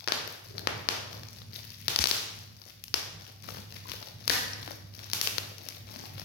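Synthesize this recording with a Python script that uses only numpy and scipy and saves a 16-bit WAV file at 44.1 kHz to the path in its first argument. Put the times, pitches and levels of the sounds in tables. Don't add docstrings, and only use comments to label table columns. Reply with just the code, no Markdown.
import sys
import numpy as np
from scipy import signal
from scipy.fft import rfft, irfft
from scipy.io import wavfile
from scipy.ndimage import uniform_filter1d, minimum_filter1d

SR = 44100
rng = np.random.default_rng(int(sys.argv[2]) if len(sys.argv) > 2 else 0)


def wav_record(signal):
    frames = np.transpose(np.atleast_2d(signal))
    bounded = np.clip(frames, -1, 1)
    quanta = np.round(bounded * 32767).astype(np.int16)
    wavfile.write(sys.argv[1], SR, quanta)


N = 275184
TIME_S = np.arange(N) / SR
SCENE_HZ, FILTER_HZ = np.fft.rfftfreq(N, 1 / SR), np.fft.rfftfreq(2048, 1 / SR)


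def amp(db):
    return 10 ** (np.asarray(db) / 20)

def unit_rms(x):
    return x / np.sqrt(np.mean(x ** 2) + 1e-20)

def at_hz(points, hz=FILTER_HZ):
    freq_hz, value = np.transpose(points)
    return np.interp(np.log(hz + 1), np.log(freq_hz + 1), value)

def automation(rows):
    time_s, *columns = np.transpose(rows)
    return [np.interp(TIME_S, time_s, column) for column in columns]

def add(mix, start_s, sound):
    part = mix[..., max(round(start_s * SR), 0):][..., :sound.shape[-1]]
    part += sound[..., :part.shape[-1]]

def click(spectrum_db):
    log_gain = np.log(amp(np.maximum(spectrum_db, -100)))
    mirrored = np.concatenate([log_gain, log_gain[-2:0:-1]])
    return irfft(np.exp(np.conj(signal.hilbert(mirrored)))[:len(spectrum_db)])

def convolve(x, response):
    return signal.fftconvolve(np.atleast_2d(x), np.atleast_2d(response), axes=1)[:, :N]

def drift(rate_hz):
    return unit_rms(irfft(rfft(rng.standard_normal(N)) * np.exp(-(SCENE_HZ / rate_hz) ** 2), N))


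# pitch_hz, level_db
HUM_PARTIALS = [(60, -86), (100, -54.5), (112, -61), (167, -70.5), (233, -70)]
# freq_hz, gain_db
DRONE_EQ = [(20, -49), (35, -22), (60, 8.5), (90, 6.5), (115, 11.5), (170, 7), (280, -7), (600, -14.5),
            (1500, -51), (5000, -45), (8500, -66), (16000, -56)]
# time_s, gain_db
APPLIANCE_RIDE = [(0, -8), (.21, -2.5), (.42, -10), (.56, 1.5), (1.3, 0), (1.8, 0), (2.4, -2), (2.8, -10),
                  (2.98, -2.5), (3.38, -5), (3.6, 2.5), (4.06, -4.5), (4.25, 1), (4.9, -0.5), (5.6, -2.5),
                  (6.24, 1.5)]

def appliance(drone_db=-56, flicker_db=2, waver_db=1.5):
    swell = amp(automation(APPLIANCE_RIDE)[0] + flicker_db * drift(7.7))
    hum = np.zeros(N)
    for pitch_hz, level_db in HUM_PARTIALS:
        peak = np.sqrt(2) * amp(level_db + waver_db * drift(0.74))
        hum += peak * np.sin(2 * np.pi * pitch_hz * TIME_S + 0.5 * drift(9.3))
    left, unrelated = rfft(rng.standard_normal((2, N)))
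    alike = 0.86 / (1 + (SCENE_HZ / 300) ** 2)
    right = alike * left + np.sqrt(1 - alike ** 2) * unrelated
    drone = unit_rms(irfft(np.array([left, right]) * amp(at_hz(DRONE_EQ, SCENE_HZ)), N))
    return (hum + amp(drone_db) * drone) * swell * amp([[0.6], [-0.4]])


def cell_scatter(amount, t60_s, count=1):
    t = np.arange(512) / SR
    tail = rng.standard_normal((count, len(t))) * amp(-60 * t / t60_s)
    tail *= 1 - np.exp(-(t / 0.00093) ** 2)
    return (t == 0) + amount * tail / np.linalg.norm(tail, axis=1, keepdims=True)

def crinkle(level_db, eq, ring_range_hz, ring_db, spread_db, clump_db, scatter, t60_s, count):
    when, pitch, chance = rng.random((count, 3)).T
    onset = (when * N).astype(int)
    strength = np.minimum(-np.log(1 - chance), 4)
    size = amp(spread_db * strength + clump_db * drift(11.7)[onset])
    power = uniform_filter1d(np.bincount(onset, size ** 2, N), size=3000)
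    size = size / np.sqrt(abs(power[onset]) + 1e-9) * amp(level_db[onset])
    low_hz, high_hz = ring_range_hz
    ring_hz = low_hz * (high_hz / low_hz) ** pitch[:, None]
    hz = FILTER_HZ[::2] + 1
    ring = 1 + amp(ring_db) / (1 + 1j * (hz / ring_hz - ring_hz / hz) / 0.32)
    ticks = rfft(cell_scatter(scatter, t60_s, count), 2 * len(hz) - 2)
    grains = irfft(ticks * ring * rfft(click(at_hz(eq, hz))))
    grains *= size[:, None] / np.sqrt(np.mean(np.sum(grains ** 2, axis=1)))
    positions = onset[:, None] + np.arange(grains.shape[1])
    return np.bincount(positions.ravel(), grains.ravel(), N)[:N]


SWELL_CUES = [(-.04, .03, 0.042, -44.5, -51.5), (.255, 0.045, 0.092, -47.5, -55),
              (0.426, .04, 0.067, -49.5, -63), (0.524, 0.043, 0.11, -53, -47),
              (0.725, .06, 0.13, -52.5, -52), (1.047, 0.084, .14, -50, -50.5),
              (1.228, 0.044, 0.18, -51, -63.5), (1.477, 0.08, .12, -44.5, -55), (1.6, .04, 0.27, -50, -74),
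              (2.257, .05, 0.17, -52, -63), (2.54, 0.033, 0.098, -57, -61.5), (2.63, .04, .06, -48, -57.5),
              (3.166, 0.054, 0.13, -51, -57), (3.384, 0.081, .21, -45.5, -52),
              (3.683, 0.055, .09, -45.5, -55), (3.82, 0.092, .13, -41.5, -48.5),
              (3.975, .05, 0.11, -48, -51.5), (4.171, 0.048, 0.13, -49, -56.5),
              (4.32, 0.054, 0.11, -60, -45), (4.558, 0.052, 0.17, -46.5, -50.5),
              (4.906, 0.056, .16, -47.5, -53.5), (5.097, .04, 0.42, -50.5, -53.5),
              (5.574, 0.044, .19, -48.5, -53), (5.836, 0.077, 0.23, -46.5, -50),
              (6.117, 0.045, 0.097, -46, -55)]
# freq_hz, gain_db
CRISP_EQ = [(200, -62), (900, -5.5), (2000, 1), (3000, -3), (4500, 1), (6000, -2.5), (8000, -6),
            (12000, -3.5), (16000, -5)]
# freq_hz, gain_db
DULL_EQ = [(80, -7.5), (200, 6), (400, -5), (600, -1), (1000, -8), (1600, -12), (3000, -18), (8000, -25)]

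def rustle_swells(release_s=0.023, dull_trim_db=-1):
    power = np.outer(amp([-61, -74]) ** 2, np.ones(N))
    for start_s, attack_s, length_s, *levels_db in SWELL_CUES:
        rise = np.sin(np.pi / 2 * np.clip((TIME_S - start_s) / attack_s, 0, 1)) ** 2
        fall = np.exp(-np.maximum(TIME_S - start_s - length_s, 0) / release_s)
        power += np.outer(amp(levels_db), rise * fall) ** 2
    crisp_db, dull_db = 10 * np.log10(power)
    crisp = crinkle(crisp_db, CRISP_EQ, ring_range_hz=(2500, 15000), ring_db=11,
                    spread_db=3.5, clump_db=1, scatter=0.78, t60_s=0.0039, count=2800)
    dull = crinkle(dull_db + dull_trim_db, DULL_EQ, ring_range_hz=(300, 1800), ring_db=13,
                   spread_db=4, clump_db=4, scatter=0.56, t60_s=0.0053, count=1500)
    return crisp + dull


def bell(gain_db, centre_hz, width):
    return gain_db / (1 + ((FILTER_HZ - centre_hz) / (width * centre_hz)) ** 2)

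# freq_hz, gain_db
CRACK_EQ = [(40, -28), (150, -11), (450, 0), (1000, -1.5), (2000, -4), (3000, -1.5), (4400, -3), (6000, -5),
            (8000, -7.5), (12000, -9.5), (16000, -19.5), (18000, -27)]

def cracks(cues, ring_width, scatter, t60_s, cells_db):
    direct, send = np.zeros((2, N))
    octaves = np.log2((FILTER_HZ + 650 ** 2 / (FILTER_HZ + 80)) / 3000)
    cells_eq = bell(cells_db, centre_hz=4700, width=0.17)
    for start_s, level_db, tilt_db, ring_hz, ring_db, send_db in cues:
        colour_db = level_db + at_hz(CRACK_EQ) + tilt_db * octaves + bell(ring_db, ring_hz, ring_width)
        crack = signal.fftconvolve(click(colour_db + cells_eq), cell_scatter(scatter, t60_s)[0])
        add(direct, start_s, crack)
        add(send, start_s, amp(send_db) * click(colour_db))
    return np.array([direct, send])


# start_s, level_db, tilt_db_per_octave, ring_hz, ring_db
SNAP_CUES = [(0.0422, -22, 3, 4700, 13), (0.2761, -10.5, -2, 12900, 17), (.5814, -10.5, -1, 4380, 16.5),
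             (0.5936, -23, 9, 4200, 14.5), (1.1295, -13, 0.5, 3500, 0.5), (1.2338, -15, 0.5, 4370, 4),
             (1.4182, -23, -5, 3900, 14.5), (1.5603, -16, 3.5, 3720, 15.5), (1.567, -22, 7, 4300, 1),
             (1.7040, -22, 4.5, 5070, 12.5), (2.6172, -25.5, 1, 4900, 16.5), (3.7640, -18, -2, 3840, 7),
             (2.8396, -15, 8, 2830, 8), (2.8813, -19.5, 2.5, 5330, 8), (3.4885, -9, -2, 1340, 8.5),
             (3.5060, -15.5, -1, 4970, 5), (3.5465, -16, -5.5, 4120, -5), (3.5710, -17, -7, 5160, -4),
             (3.7239, -17.5, 0, 4370, 7), (3.8959, -12.5, .5, 5100, 6), (3.9178, -7, 1, 3230, 9),
             (4.0275, -15.5, -3, 4800, 12), (4.4813, -16, -1, 4460, 13), (4.5336, -14.5, -3, 5330, 20),
             (4.6292, -19, 0, 3980, 16.5), (4.6773, -9.5, -6, 4030, 1), (4.709, -20.5, -12, 4120, 8.5),
             (5.1000, -12.5, 2.5, 4570, 3), (5.1150, -21, 5, 4500, 15), (5.5827, -18, 4.5, 5200, 6),
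             (5.687, -9, 5.5, 5970, 3.5), (5.961, -15, -1.5, 4580, 9), (6.1800, -12.5, -2, 5130, -8),
             (6.1966, -15, -4.5, 5330, 16.5), (6.2173, -17.5, -7, 4430, 4)]

def crease_snaps(send_db=-7):
    cues = [(*cue, send_db) for cue in SNAP_CUES]
    return cracks(cues, ring_width=0.2, scatter=0.63, t60_s=0.0087, cells_db=-0.5)


# start_s, level_db, tilt_db_per_octave, ring_hz, ring_db, send_db
POP_CUES = [(.0762, -0.5, -2, 1630, 8.5, 0.5), (.0847, -1.5, -4.5, 5360, 12, -6.5),
            (.1217, 6.5, -1, 4300, 5, -2.5), (.6725, 8, -4, 2070, 3, -5.8),
            (.8879, 14, -1.36, 4750, 3, -8.5), (1.8822, 9.5, 1.6, 3800, 4.5, -5),
            (1.9611, 14, 1.5, 4640, 5.5, -15), (1.9896, 6.5, 1.5, 5600, 5.5, -7),
            (2.0404, 18, 1, 5000, 2, -22), (2.0573, 4, 0, 4170, 6.5, -20),
            (2.0721, 6.5, 6, 12000, -11.5, -0.5), (2.1127, 13.5, 1.5, 4150, 5.5, -9),
            (2.9418, 13, 0.6, 5200, 5, -10), (4.2788, 3.5, 2.5, 4800, 2.5, -9.5),
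            (4.2973, 15.5, 3.5, 4300, 4.5, -7), (4.3013, 11, -2.5, 1846, 13.5, -7.5),
            (5.1337, 3.5, 3.5, 5120, 0, -1), (5.2137, 9.5, 4.5, 4500, 0, -5.5),
            (5.2736, 1, 2.5, 2800, 9, -6.5), (5.3826, 2.5, 0.6, 4200, 3.5, -8)]

def bubble_pops():
    return cracks(POP_CUES, ring_width=0.16, scatter=0.41, t60_s=0.013, cells_db=3)


# time_s, level_db, pitch_hz
RUB_STROKE = [(.46, -85, 449), (.49, -52, 417.5), (.52, -51, 391), (.57, -52, 401.3), (.63, -55, 425),
              (.67, -66, 390)]

def finger_rub(width_hz=95):
    level_db, pitch_hz = automation(RUB_STROKE)
    pole = np.exp(-np.pi * width_hz / SR)
    friction = signal.lfilter([1], [1, -2 * pole, pole ** 2], rng.standard_normal(N))
    drag = unit_rms(friction * np.cos(2 * np.pi * np.cumsum(pitch_hz) / SR))
    touching = (TIME_S > RUB_STROKE[0][0]) & (TIME_S < RUB_STROKE[-1][0])
    return drag * amp(level_db) * touching


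# start_s, level_db, pitch_hz, t60_s
THUMP_CUES = [(1.160, -36, 552, 0.04), (1.883, -34, 123, .1), (1.987, -22.5, 77, 0.12),
              (1.994, -18.5, 228, 0.028), (2.945, -38, 79.5, 0.13), (3.578, -40, 200, 0.13),
              (3.855, -34, 1030, 0.035), (4.300, -32, 65, 0.11), (4.303, -31.5, 267, 0.14),
              (4.680, -34, 320, 0.048), (4.705, -42, 580, 0.12), (5.957, -39, 245.5, 0.14)]

def dull_thumps():
    thumps, t = np.zeros(N), TIME_S[:SR // 2]
    for start_s, level_db, pitch_hz, t60_s in THUMP_CUES:
        envelope = amp(level_db - 60 * t / t60_s) * (1 - np.exp(-t * pitch_hz))
        add(thumps, start_s, envelope * np.sin(2 * np.pi * pitch_hz * t))
    return thumps


# freq_hz, gain_db
LEAK_EQ = [(500, -30), (2000, -3.5), (4800, -1), (8000, 1.5), (12000, -8), (16000, -25)]

def air_leak(start_s=2.001, length_s=0.033, level_db=-24.5):
    hiss = unit_rms(convolve(rng.standard_normal(N), click(at_hz(LEAK_EQ)))[0])
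    progress = np.clip((TIME_S - start_s) / length_s, 0, 1)
    return amp(level_db) * hiss * np.sqrt(abs(np.sin(np.pi * progress)))


# freq_hz, gain_db
TAIL_EQ = [(60, 0), (200, 1), (600, -4), (1500, 0.4), (4500, 0.3), (8000, -0.45), (16000, 1.3)]
# freq_hz, t60_s
TAIL_DECAY = [(100, 0.39), (400, 0.98), (1000, 0.86), (3000, 0.78), (5500, 0.69), (10000, 0.61),
              (16000, 0.51)]
# delay_s, left_gain, right_gain
WALL_ECHOES = [(0.0148, 0.11, 0.089), (0.0196, 0.074, 0.099), (0.022, 0.062, 0.075), (0.039, 0.053, 0.064)]

def room(send, build_s=0.01, patterns=5, crossfades_per_s=35):
    wet = np.zeros((2, N))
    for k in range(patterns):
        hz, t, bands = signal.stft(rng.standard_normal((2, SR)), SR, nperseg=256)
        bands *= amp(at_hz(TAIL_EQ, hz)[:, None] - 60 * t / at_hz(TAIL_DECAY, hz)[:, None])
        tail = signal.istft(bands, SR, nperseg=256)[1]
        tail *= 1 - np.exp(-(TIME_S[:tail.shape[1]] / build_s) ** 2)
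        turn = (TIME_S * crossfades_per_s + k) % patterns
        fade = np.sin(np.pi / 2 * turn) * (turn < 2)
        wet += convolve(send * fade, tail / np.linalg.norm(tail, axis=1, keepdims=True))
    for delay_s, *gains in WALL_ECHOES:
        add(wet, delay_s, np.outer(gains, send))
    return wet


def scene(pop_gain_db=4, snap_gain_db=2, texture_send_db=-4, shadow_db=-14, lag_s=0.000468):
    texture = rustle_swells() + finger_rub() + dull_thumps() + air_leak()
    direct, send = amp(pop_gain_db) * bubble_pops() + amp(snap_gain_db) * crease_snaps()
    left = direct + texture
    shade = amp(shadow_db * (SCENE_HZ + 450) / (SCENE_HZ + 700))
    delay = np.exp(-2j * np.pi * SCENE_HZ * lag_s)
    right = irfft(rfft(left) * shade * delay, N)
    reverb = amp([[-1.5], [-0.5]]) * room(send + amp(texture_send_db) * texture)
    return np.array([left, right]) + reverb + appliance()


def release(reduction_db, db_per_s):
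    ramp_db = db_per_s * TIME_S
    return np.maximum.accumulate(reduction_db + ramp_db) - ramp_db

# freq_hz, gain_db
LEFT_PORT_EQ = [(100, 1), (4000, 2), (5800, 5.5), (7000, -5.5), (8300, -11), (10000, -4), (12500, 1),
                (16000, 2)]
# freq_hz, gain_db
RIGHT_PORT_EQ = [(100, 3.5), (4000, -0.2), (5800, 1.6), (7000, -0.7), (8300, -5.5), (10000, -3),
                 (12500, -1.5), (16000, -0.5)]

def record(dry, overload_db=8, low_cut_hz=42, ceiling_db=-1.2, high_cut_hz=16250):
    x = amp(overload_db) * np.tanh(dry / amp(overload_db))
    x = convolve(x, [click(at_hz(LEFT_PORT_EQ)), click(at_hz(RIGHT_PORT_EQ))])
    x = signal.sosfilt(signal.butter(3, low_cut_hz, "hp", fs=SR, output="sos"), x)
    over_db = np.maximum(20 * np.log10(abs(x).max(0) + 1e-9) - ceiling_db, 0)
    reduction_db = np.maximum(release(over_db, db_per_s=800), release(0.47 * over_db, db_per_s=110))
    look_ahead_db = minimum_filter1d(-reduction_db, size=301)
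    x = x * amp(uniform_filter1d(look_ahead_db, size=301))
    high_cut = signal.firwin(255, high_cut_hz, window=("kaiser", 8), fs=SR)
    return signal.oaconvolve(x, high_cut[None], "same")


dry = scene()
out = record(dry)
wav_record(out)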